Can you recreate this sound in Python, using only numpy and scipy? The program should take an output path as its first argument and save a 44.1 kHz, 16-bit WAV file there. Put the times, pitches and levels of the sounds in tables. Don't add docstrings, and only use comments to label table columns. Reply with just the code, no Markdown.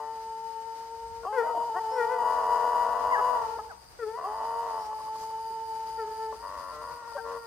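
import sys
import numpy as np
from scipy import signal
from scipy.fft import rfft, irfft
from scipy.io import wavfile

SR = 44100
rng = np.random.default_rng(int(sys.argv[2]) if len(sys.argv) > 2 else 0)


def makeup_ratio(level_db):
    decades = np.asarray(level_db, float) / 20
    return 10 ** decades


def dump_mix(stems):
    frames = np.atleast_2d(stems).T
    limited = np.clip(frames, -1, 1)
    pcm = np.round(limited * 32767).astype(np.int16)
    wavfile.write(sys.argv[1], SR, pcm)


N = 328986


def rms_one(x):
    return x / np.sqrt(np.mean(x ** 2) + 1e-20)


def in_time(rows):
    s, *columns = np.transpose(rows)
    at = np.arange(round(s[0] * SR), min(round(s[-1] * SR), N))
    return at, [np.interp(at / SR, s, c) for c in columns]


def at_hz(points, hz):
    return np.interp(np.log(hz), np.log(np.array(points)[:, 0]), np.array(points)[:, 1])


def fade(count, seconds):
    return np.clip(np.minimum(np.arange(count), np.arange(count)[::-1]) / (seconds * SR), 0, 1)


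def drift(rate):
    r = np.exp(-2 * np.pi * rate / SR)
    once = signal.lfilter([1], [1, -r], rng.standard_normal(N + SR))
    return rms_one(signal.lfilter([1], [1, -r], once)[SR:])


def resonate(x, modes):
    out = 0
    for k, (hz, width, level_db) in enumerate(modes):
        r = np.exp(-np.pi * width / SR)
        b = (1 - r * r) / 2 * np.array([1, 0, -1])
        a = [1, -2 * r * np.cos(2 * np.pi * hz / SR), r * r]
        twice = signal.lfilter(b, a, signal.lfilter(b, a, x + 1e-18))
        out = out + (-1) ** k * makeup_ratio(level_db) * twice
    return out


def left_right(tilt_db):
    return makeup_ratio(np.array([[tilt_db], [-tilt_db]]))


def place(x, pan_db, lag):
    left = np.interp(np.arange(len(x)) - lag, np.arange(len(x)), x)
    return np.array([left, x]) * left_right(pan_db / 2)


# (from time [s], howl cycles per slap, irregularity [0-1])
SLAPS = [(0, 3, 0), (.3, 5, 0), (1.4, 5, .5), (1.72, 2, .03), (2.22, 5, .16), (3.5, 5, 0), (4.17, 5, .3),
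         (4.45, 5, .15), (4.89, 5, 0), (6.4, 5, .12), (6.61, 5, .02), (6.715, 3, 0), (6.815, 5, .2),
         (7.2, 5, .04)]


def slapping(s):
    starts, cycles, chaos = np.transpose(SLAPS)
    k = np.searchsorted(starts, s, side="right") - 1
    return cycles[k], chaos[k]


# (frequency [Hz], gain [dB per dB of opening])
OPENING = [(560, -1), (750, 0), (1130, 0), (1350, -0.64), (1900, -0.23)]
# (frequency [Hz], gain [dB per dB of strain])
STRAIN = [(1150, 0), (1300, 1)]


def howls(calls, places, voice, wobble, flutter, shimmer_db, count=5):
    erratic = slapping(np.arange(N) / SR)[1]
    unsteady = wobble * drift(16.7) + flutter * erratic * drift(101.3)
    out, shimmer = np.zeros((2, N)), drift(12.7)
    for call, (pan_db, lag) in zip(calls, places):
        at, (hz, level_db, opening_db, *strain_db) = in_time(call)
        phase = 2 * np.pi * np.cumsum(hz * (1 + unsteady[at])) / SR
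        tone = 0
        for k in range(1, count + 1):
            colour_db = at_hz(voice, k * hz) + opening_db * at_hz(OPENING, k * hz)
            colour_db = colour_db + sum(strain_db) * at_hz(STRAIN, k * hz)
            tone = tone + makeup_ratio(colour_db) * np.sin(k * phase + k - 1)
        loudness = np.sqrt(2) * makeup_ratio(level_db + shimmer_db * shimmer[at])
        out[:, at] += place(tone * loudness * fade(len(at), 0.0034), pan_db, lag)
    return out


# (time [s], pitch [Hz], level [dB], mouth opening [dB])
FIRST_HOWL = [
    (0.0, 447.7, -39, -0.5),
    (0.318, 448.3, -37.5, 2.5),
    (1.178, 458.3, -43.5, -3),
    (1.215, 459.5, -48.5, -11.5),
    (1.26, 464, -60, -33),
]
SECOND_HOWL = [
    (1.24, 358.7, -56, 3),
    (1.271, 372, -34, -1),
    (1.295, 420, -36, -2),
    (1.42, 461.4, -32.5, -1),
    (1.58, 463.7, -32, 4.5),
    (1.701, 464, -35, 0),
]
LONG_HOWL = [
    (1.695, 446, -33.5, 2),
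    (1.95, 443, -32.5, -2),
    (2.3, 446, -35.5, -1.5),
    (2.5, 445, -36.5, -5),
    (3.3, 445, -41.5, 3),
    (3.45, 442, -35.5, 0),
    (3.6, 440.4, -43, -1),
    (3.69, 435, -45, 5),
]
BELL_HOWL = [
    (4.21, 319, -50, 0),
    (4.255, 374, -36, 4),
    (4.28, 420, -37, -9.5),
    (4.35, 442, -36, 4),
    (4.6, 467.1, -32.5, 0),
    (4.85, 431.8, -37.5, 4),
    (5.48, 448.8, -36, 3),
    (6.3, 442.7, -37, 2),
    (6.36, 433.6, -49, -14),
]
# (left minus right [dB], left lag [samples])
CLEAR_AT = [(5.5, .1), (3.5, .2), (2.5, .2), (1, 3.4)]
# (frequency [Hz], level [dB])
CLEAR_VOICE = [(320, -23.5), (450, -10), (750, 2), (900, 0), (1130, 4), (1340, -23), (1800, -31.5),
               (2300, -62)]


def clear_howls():
    calls = [FIRST_HOWL, SECOND_HOWL, LONG_HOWL, BELL_HOWL]
    return howls(calls, CLEAR_AT, CLEAR_VOICE, wobble=0.0026, flutter=0.039, shimmer_db=1.13)


HOARSE = [
    [(1.8, 463.9, -44, 8), (2.17, 468.3, -37, 8), (2.22, 475.4, -29.5, 1), (2.288, 482.2, -28, 7),
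     (2.694, 482.3, -27.5, -1), (2.826, 484.9, -30, 3), (3.318, 494, -25.5, 2.5), (3.44, 460.6, -35, -0.5),
     (3.58, 459.5, -40, -9.5)],
    [(6.33, 438, -45.5, -4, 2), (6.43, 465.8, -43.5, 21, 12), (6.7, 458.3, -52, 2, 17),
     (6.766, 449, -55.5, -12, 10), (6.92, 476.8, -44.5, -1, 8.5), (7.17, 455, -43.5, 2, 11)],
    [(7.175, 457, -43, -4, 9), (7.22, 457.6, -43, -6.5, 3.5), (7.336, 468.4, -46.5, -18, 2),
     (7.4, 468.6, -50, -10.5, 9), (7.46, 462, -46, 3, 14)],
]
# (left minus right [dB], left lag [samples])
HOARSE_AT = [(6.4, .1), (6.1, 1.8), (6.8, .1)]
# (frequency [Hz], level [dB])
HOARSE_VOICE = [(460, -10.5), (970, -0.5), (1450, -19.5), (1930, -27.5), (2400, -94)]


def hoarse_howls():
    return howls(HOARSE, HOARSE_AT, HOARSE_VOICE, wobble=0.0038, flutter=0.0966, shimmer_db=2.0)


# (time [s], first slap [dB], second slap [dB])
BREAKS = [
    (1.2326, -50, -41),
    (3.5851, -43, -61),
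    (3.7135, -57, -67),
    (6.324, -42.5, -52),
]
# (time [s], level [dB])
STRAYS = [(3.506, -51), (7.022, -52), (7.048, -50), (7.0744, -49), (7.1174, -50), (7.165, -43),
          (1.265, -42)]


def lone_slaps():
    break_gap_s, break_throat_db, lone_throat_db = 0.0165, -11.5, -15
    dying_s, dying_gap_s, dying_db, dying_loss_db = 4.928, 0.0755, -43, 2.3
    pairs = []
    for s, *both in BREAKS:
        pairs += [(s + k * break_gap_s, db, break_throat_db) for k, db in enumerate(both)]
    dying = [(dying_s + k * dying_gap_s, dying_db - k * dying_loss_db) for k in range(7)]
    early = [(s - 0.016, db - 4) for s, db in dying[:3]]
    return pairs + [(s, db, lone_throat_db) for s, db in dying + early + STRAYS]


# (start [s], full from [s], full until [s], end [s], level at the mouth resonance [dB])
RASP = [
    (0.0, -0.004, 0.017, 0.18, -41.5),
    (1.398, 1.426, 1.62, 1.75, -46.5),
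    (1.83, 2.28, 3.37, 3.5, -32),
    (4.158, 4.173, 4.776, 4.92, -38.5),
    (6.405, 6.43, 6.85, 7.09, -39),
    (7.23, 7.255, 7.42, 7.37, -38.5),
]
RASP_THROAT = [-0.5, 8, -1, -2, -3.5, -2.5]
# (frequency [Hz], width [Hz], level [dB])
MOUTH = [(986, 92, 8.5), (1123, 101, 8.5), (1408, 300, -10.5), (1775, 106, -10), (1947, 89, -9)]
THROAT_HEAD_RAISED = [(672, 167, 7.5), (254, 90, -15)]
THROAT_HEAD_DOWN = [(580, 150, 5), (247, 82, -10)]


def rasp():
    start_db, end_db, head_down_s = -28, -16.5, 4.9
    mouth, throat, soft = np.zeros(N), np.zeros(N), np.zeros(N)
    calls = [FIRST_HOWL, SECOND_HOWL, HOARSE[0], BELL_HOWL, HOARSE[1], HOARSE[2]]
    for (*times, full_db), throat_db, call in zip(RASP, RASP_THROAT, calls):
        pitch = np.array(call)
        s = max(times[0], 0)
        for gap, size, balance in rng.standard_normal((400, 3)):
            if s >= min(times[-1], (N - 1) / SR):
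                break
            cycles, chaos = slapping(s)
            period = cycles / np.interp(s, pitch[:, 0], pitch[:, 1])
            level_db = full_db + np.interp(s, times, [start_db, 0, 0, end_db]) + 4 * chaos * size
            i = int(s * SR)
            mouth[i] += makeup_ratio(level_db + 36.5) * np.sqrt(period * 100)
            throat[i] += mouth[i] * makeup_ratio(throat_db + 7.7 * chaos * balance)
            s += period * np.clip(1 + 0.68 * chaos * gap, 0.3, 2)
    for s, peak_db, throat_db in lone_slaps():
        soft[int(s * SR)] += makeup_ratio(peak_db + 42)
        throat[int(s * SR)] += makeup_ratio(peak_db + throat_db + 53.0)
    dull = signal.butter(3, 1500, fs=SR, output="sos")
    mouth += signal.sosfilt(dull, soft + 1e-18)
    raised = np.arange(N) < head_down_s * SR
    low = resonate(throat * raised, THROAT_HEAD_RAISED) + resonate(throat * ~raised, THROAT_HEAD_DOWN)
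    distance = signal.butter(6, 2100, fs=SR, output="sos")
    return signal.sosfilt(distance, resonate(mouth, MOUTH) - low)


# (time [s], pitch [Hz], level [dB], mouth opening [dB], strain [dB])
CRIES = [
    [(1.325, 515, -39.5, -1, 2.5), (1.35, 535, -37, -1.5, 4), (1.385, 485.4, -37.5, -8.5, 4),
     (1.425, 452, -47.5, -11, 2), (1.48, 500, -49.5, 4, 8), (1.53, 485, -56, 1, 6)],
    [(1.91, 495, -49, -9, -5), (1.941, 512, -45, -10.5, -0.5), (2.025, 466.8, -36, -6.5, 7.5),
     (2.068, 465, -36, 4, -4.5), (2.12, 501, -37, -4, 2), (2.22, 475, -40, 3, -3)],
    [(3.988, 492, -56, -12, 8.5), (4.035, 451.6, -58.5, -24.5, 10), (4.06, 425, -53, -16, -8),
     (4.14, 455, -40, 2, -5), (4.172, 490, -37.5, 18, -3), (4.25, 519.4, -39.5, 15, -9)],
    [(5.975, 468, -62, -13, 7), (6.0, 462, -55.5, -15, 11.5), (6.045, 422, -57, -16, -1),
     (6.15, 440, -50.5, -5.5, -3), (6.33, 445, -52.5, -5, 4)],
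]
# (left minus right [dB], left lag [samples])
CRIES_AT = [(6.7, .11), (6.1, .1), (5.7, .12), (3.0, 2.1)]
# (frequency [Hz], level [dB])
CRY_VOICE = [(450, 0), (950, 0.5), (1400, -9), (1900, -11.5), (2400, -30)]


def cries():
    return howls(CRIES, CRIES_AT, CRY_VOICE, wobble=0.006, flutter=0.043, shimmer_db=3.0)


def glides(rows):
    peak_share, start_db, end_db = 0.49, -11, -13
    calls = []
    for s, length, from_hz, to_hz, db in rows:
        done = 0.734 if to_hz > from_hz else 0.404
        peak_hz = from_hz + done * (to_hz - from_hz)
        calls.append([(s, from_hz, db + start_db, 0),
                      (s + peak_share * length, peak_hz, db, 0),
                      (s + length, to_hz, db + end_db, 0)])
    return calls


# (time [s], length [s], from pitch [Hz], to pitch [Hz], peak level [dB])
YELPS = [
    (1.742, .055, 320, 388, -40),
    (3.575, .04, 440, 410, -43),
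    (3.175, 0.042, 430, 405, -33),
]
# (left minus right [dB], left lag [samples])
YELPS_AT = [(5.1, .11), (2.9, 5), (3.5, 8)]
# (frequency [Hz], level [dB])
YELP_VOICE = [(400, -8), (750, 7.5), (1050, 4), (1250, 2.5), (1450, -4), (1700, -10.5), (1950, -1),
              (2200, -40)]


def yelps():
    return howls(glides(YELPS), YELPS_AT, YELP_VOICE, wobble=0.0054, flutter=0.027, shimmer_db=4.5)


# (time [s], length [s], from pitch [Hz], to pitch [Hz], peak level [dB])
SHRIEKS = [
    (3.69, .045, 874, 543, -43),
    (7.17, 0.039, 804, 761, -37.5),
]
# (time [s], pitch [Hz], level [dB], mouth opening [dB])
SCREAM = [
    (3.105, 1076, -37, 8),
    (3.125, 1038, -26.5, 10),
    (3.145, 961, -33, -9),
    (3.163, 790, -33.5, -5),
    (3.175, 850, -34, 5),
    (3.2, 834.5, -37, 12),
]
# (left minus right [dB], left lag [samples])
SHRIEKS_AT = [(1.5, 8.1), (7, .1), (3.4, 8.8)]
# (frequency [Hz], level [dB])
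SHRIEK_VOICE = [(600, -6), (850, -0.5), (1050, 3), (1500, -1.5), (1950, -1.5), (2150, -18), (2500, -45)]


def shrieks():
    calls = glides(SHRIEKS) + [SCREAM]
    return howls(calls, SHRIEKS_AT, SHRIEK_VOICE, wobble=0.0032, flutter=0.02, shimmer_db=0.0, count=2)


# (time [s], length [s], from pitch [Hz], to pitch [Hz], peak level [dB])
YIPS = [
    (1.228, 0.025, 1433, 1340, -46),
    (1.465, 0.072, 1247, 1264, -41),
    (1.54, 0.048, 730, 690, -34),
    (1.54, 0.077, 430, 174, -50),
    (4.88, 0.63, 651, 658, -61),
    (5.48, 0.059, 430.7, 367.5, -51.5),
    (7.15, .03, 567, 573, -31.5),
]
# (left minus right [dB], left lag [samples])
YIPS_AT = (2.6, .3)
# (frequency [Hz], level [dB])
YIP_VOICE = [(200, 0), (1500, 0)]


def yips():
    places = [YIPS_AT] * len(YIPS)
    return howls(glides(YIPS), places, YIP_VOICE, wobble=0.0079, flutter=0.01, shimmer_db=1, count=1)


# (delay [s], level [dB], left minus right [dB])
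ECHOES = [
    (0.044, -18.5, -9.5),
    (.097, -14.5, -1.5),
    (.16, -35, 28),
    (.34, -29.5, 18),
]


def tree_line(x):
    answer = np.zeros((2, SR // 2))
    dull = signal.sosfilt(signal.butter(2, 1500, fs=SR, output="sos"), x)
    for delay, level_db, pan_db in ECHOES:
        leaves = rng.standard_normal((2, 2600)) * np.hanning(2600) / 31
        answer[:, int(delay * SR):][:, :2600] += leaves * makeup_ratio(level_db) * left_right(pan_db / 2)
    return signal.fftconvolve(dull[None], answer, axes=1)[:, :N]


CHIRPS = [3.5409, 3.7638, 3.9978, 4.2133, 4.4378, 4.6962, 4.9294, 5.1417, 5.3817, 5.6286, 5.8566, 6.0955,
          6.3345, 6.563, 6.8064, 7.0703, 7.3332]
# (frequency [Hz], width [Hz], level [dB])
WING = [(4790, 316, 8), (9770, 600, -0.5), (14160, 700, -6.5)]


def chirping_insect():
    level_db, warm_up_db, warm_up_s = -60, -5.5, 1.3
    t, gate = np.arange(N) / SR, np.zeros(N)
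    for s in CHIRPS:
        chirp_db = level_db + warm_up_db * np.exp((CHIRPS[0] - s) / warm_up_s)
        gate += makeup_ratio(chirp_db) * np.clip(np.minimum((t - s) / 0.017, (s + 0.187 - t) / 0.02), 0, 1)
    stroke_hz = 113 * (1 + 0.0301 * drift(3.3))
    strokes = np.maximum(np.sin(2 * np.pi * np.cumsum(stroke_hz) / SR), 0) ** 0.5
    chirp = makeup_ratio(18) * resonate(gate * strokes * rng.standard_normal((2, N)), WING)
    return chirp * left_right(2.5)


# (frequency [Hz], width [Hz], level [dB])
BUZZ = [(4855, 220, -72), (8240, 280, -73.5), (6040, 110, -75.5)]


def buzzing_insects():
    return makeup_ratio(25) * resonate(makeup_ratio(0.83 * drift(60)) * rng.standard_normal((2, N)), BUZZ)


# (time [s], length [s], from pitch [Hz], to pitch [Hz], level [dB])
WHISTLES = [
    (1.87, .14, 4650, 5600, -52),
    (4.741, 0.17, 5120, 5560, -58),
]


def bird():
    out = np.zeros(N)
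    for s, length, from_hz, to_hz, level_db in WHISTLES:
        t = np.arange(int(length * SR)) / SR
        warble_hz = 120 * np.sin(2 * np.pi * 180 * t)
        hz = from_hz + (to_hz - from_hz) * np.sqrt(t / length) + warble_hz
        whistle = np.sin(np.pi * t / length) * np.sin(2 * np.pi * np.cumsum(hz) / SR)
        out[int(s * SR):][:len(t)] += makeup_ratio(level_db) * whistle
    return out


# (frequency [Hz], side against mid [dB])
APART = [(40, -5), (200, -11.5), (900, 2), (2500, -0.5), (5000, 2.5), (14000, 0.5)]


def coloured(spectrum):
    hz = np.maximum(np.arange(N // 2 + 1) * SR / N, 1)
    shape, apart = makeup_ratio(at_hz(spectrum, hz)), makeup_ratio(at_hz(APART, hz))
    noise = rfft(rng.standard_normal((2, N)))
    mid, side = irfft(noise * shape * [np.ones_like(apart), apart], N)
    return (mid + side * [[1], [-1]]) / np.std(mid)


# (time [s], half length [s], level [dB])
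RUSTLE = [
    (5.213, 0.08, -56.5),
]


def grass():
    t = np.arange(N) / SR
    swell = sum(makeup_ratio(level_db) * np.exp(-((t - s) / half) ** 4) for s, half, level_db in RUSTLE)
    return swell * makeup_ratio(3.7 * drift(80)) * coloured([(1000, -9.5), (3000, -23), (6000, -15), (15000, -28)])


# (time [s], level [dB])
HUSH = [
    (0.0, -67.5),
    (1.18, -70),
    (2.22, -65),
    (3.3, -64),
    (3.86, -72),
    (4.26, -68),
    (7.46, -67.5),
]
# (frequency [Hz], level [dB per Hz])
FIELD = [(76, -34), (130, -4), (156, -13), (210, -12.5), (712, -6), (787, -5.5), (1270, -10), (3530, -21),
         (4860, -15), (7540, -24), (9590, -25), (15500, -30.5)]


def field_hush():
    hush_db = np.interp(np.arange(N) / SR, *np.transpose(HUSH))
    return makeup_ratio(hush_db + 11.5 + 1.59 * drift(10.4)) * coloured(FIELD) * left_right(1.2)


# (time [s], level [dB])
WIND = [(0.0, -70), (0.27, -63), (0.81, -70), (1.16, -54.5), (1.33, -68.5), (2.64, -60.5), (5.44, -65),
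        (6.94, -60), (7.0, -68), (7.21, -62), (7.46, -67)]
# (frequency [Hz], level [dB per Hz])
GUST = [(12, -46), (20, -23), (43, -8), (59, 3), (125, -13), (151, -19), (200, -10), (260, -65),
        (440, -120)]


def wind():
    wind_db = np.interp(np.arange(N) / SR, *np.transpose(WIND))
    return makeup_ratio(wind_db + 0.76 * drift(17)) * coloured(GUST) * left_right(-1.1)


def scene():
    dogs = clear_howls() + hoarse_howls() + place(rasp(), pan_db=4.5, lag=1.0)
    dogs += cries() + yelps() + shrieks() + yips()
    echoes = tree_line(dogs.mean(axis=0))
    animals = chirping_insect() + buzzing_insects() + place(bird(), 1.4, 0)
    return dogs + echoes + animals + grass() + field_hush() + wind()


def roll_off(x):
    return signal.sosfilt(signal.butter(12, 15400, fs=SR, output="sos"), x)


def record(dry):
    slip_hz = 3890.5
    slip = (np.arange(N) * slip_hz / SR) % 1 - 0.5
    changed = dry + slip * np.gradient(dry, axis=1)
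    return roll_off(changed)


dry = scene()
out = record(dry)
dump_mix(out)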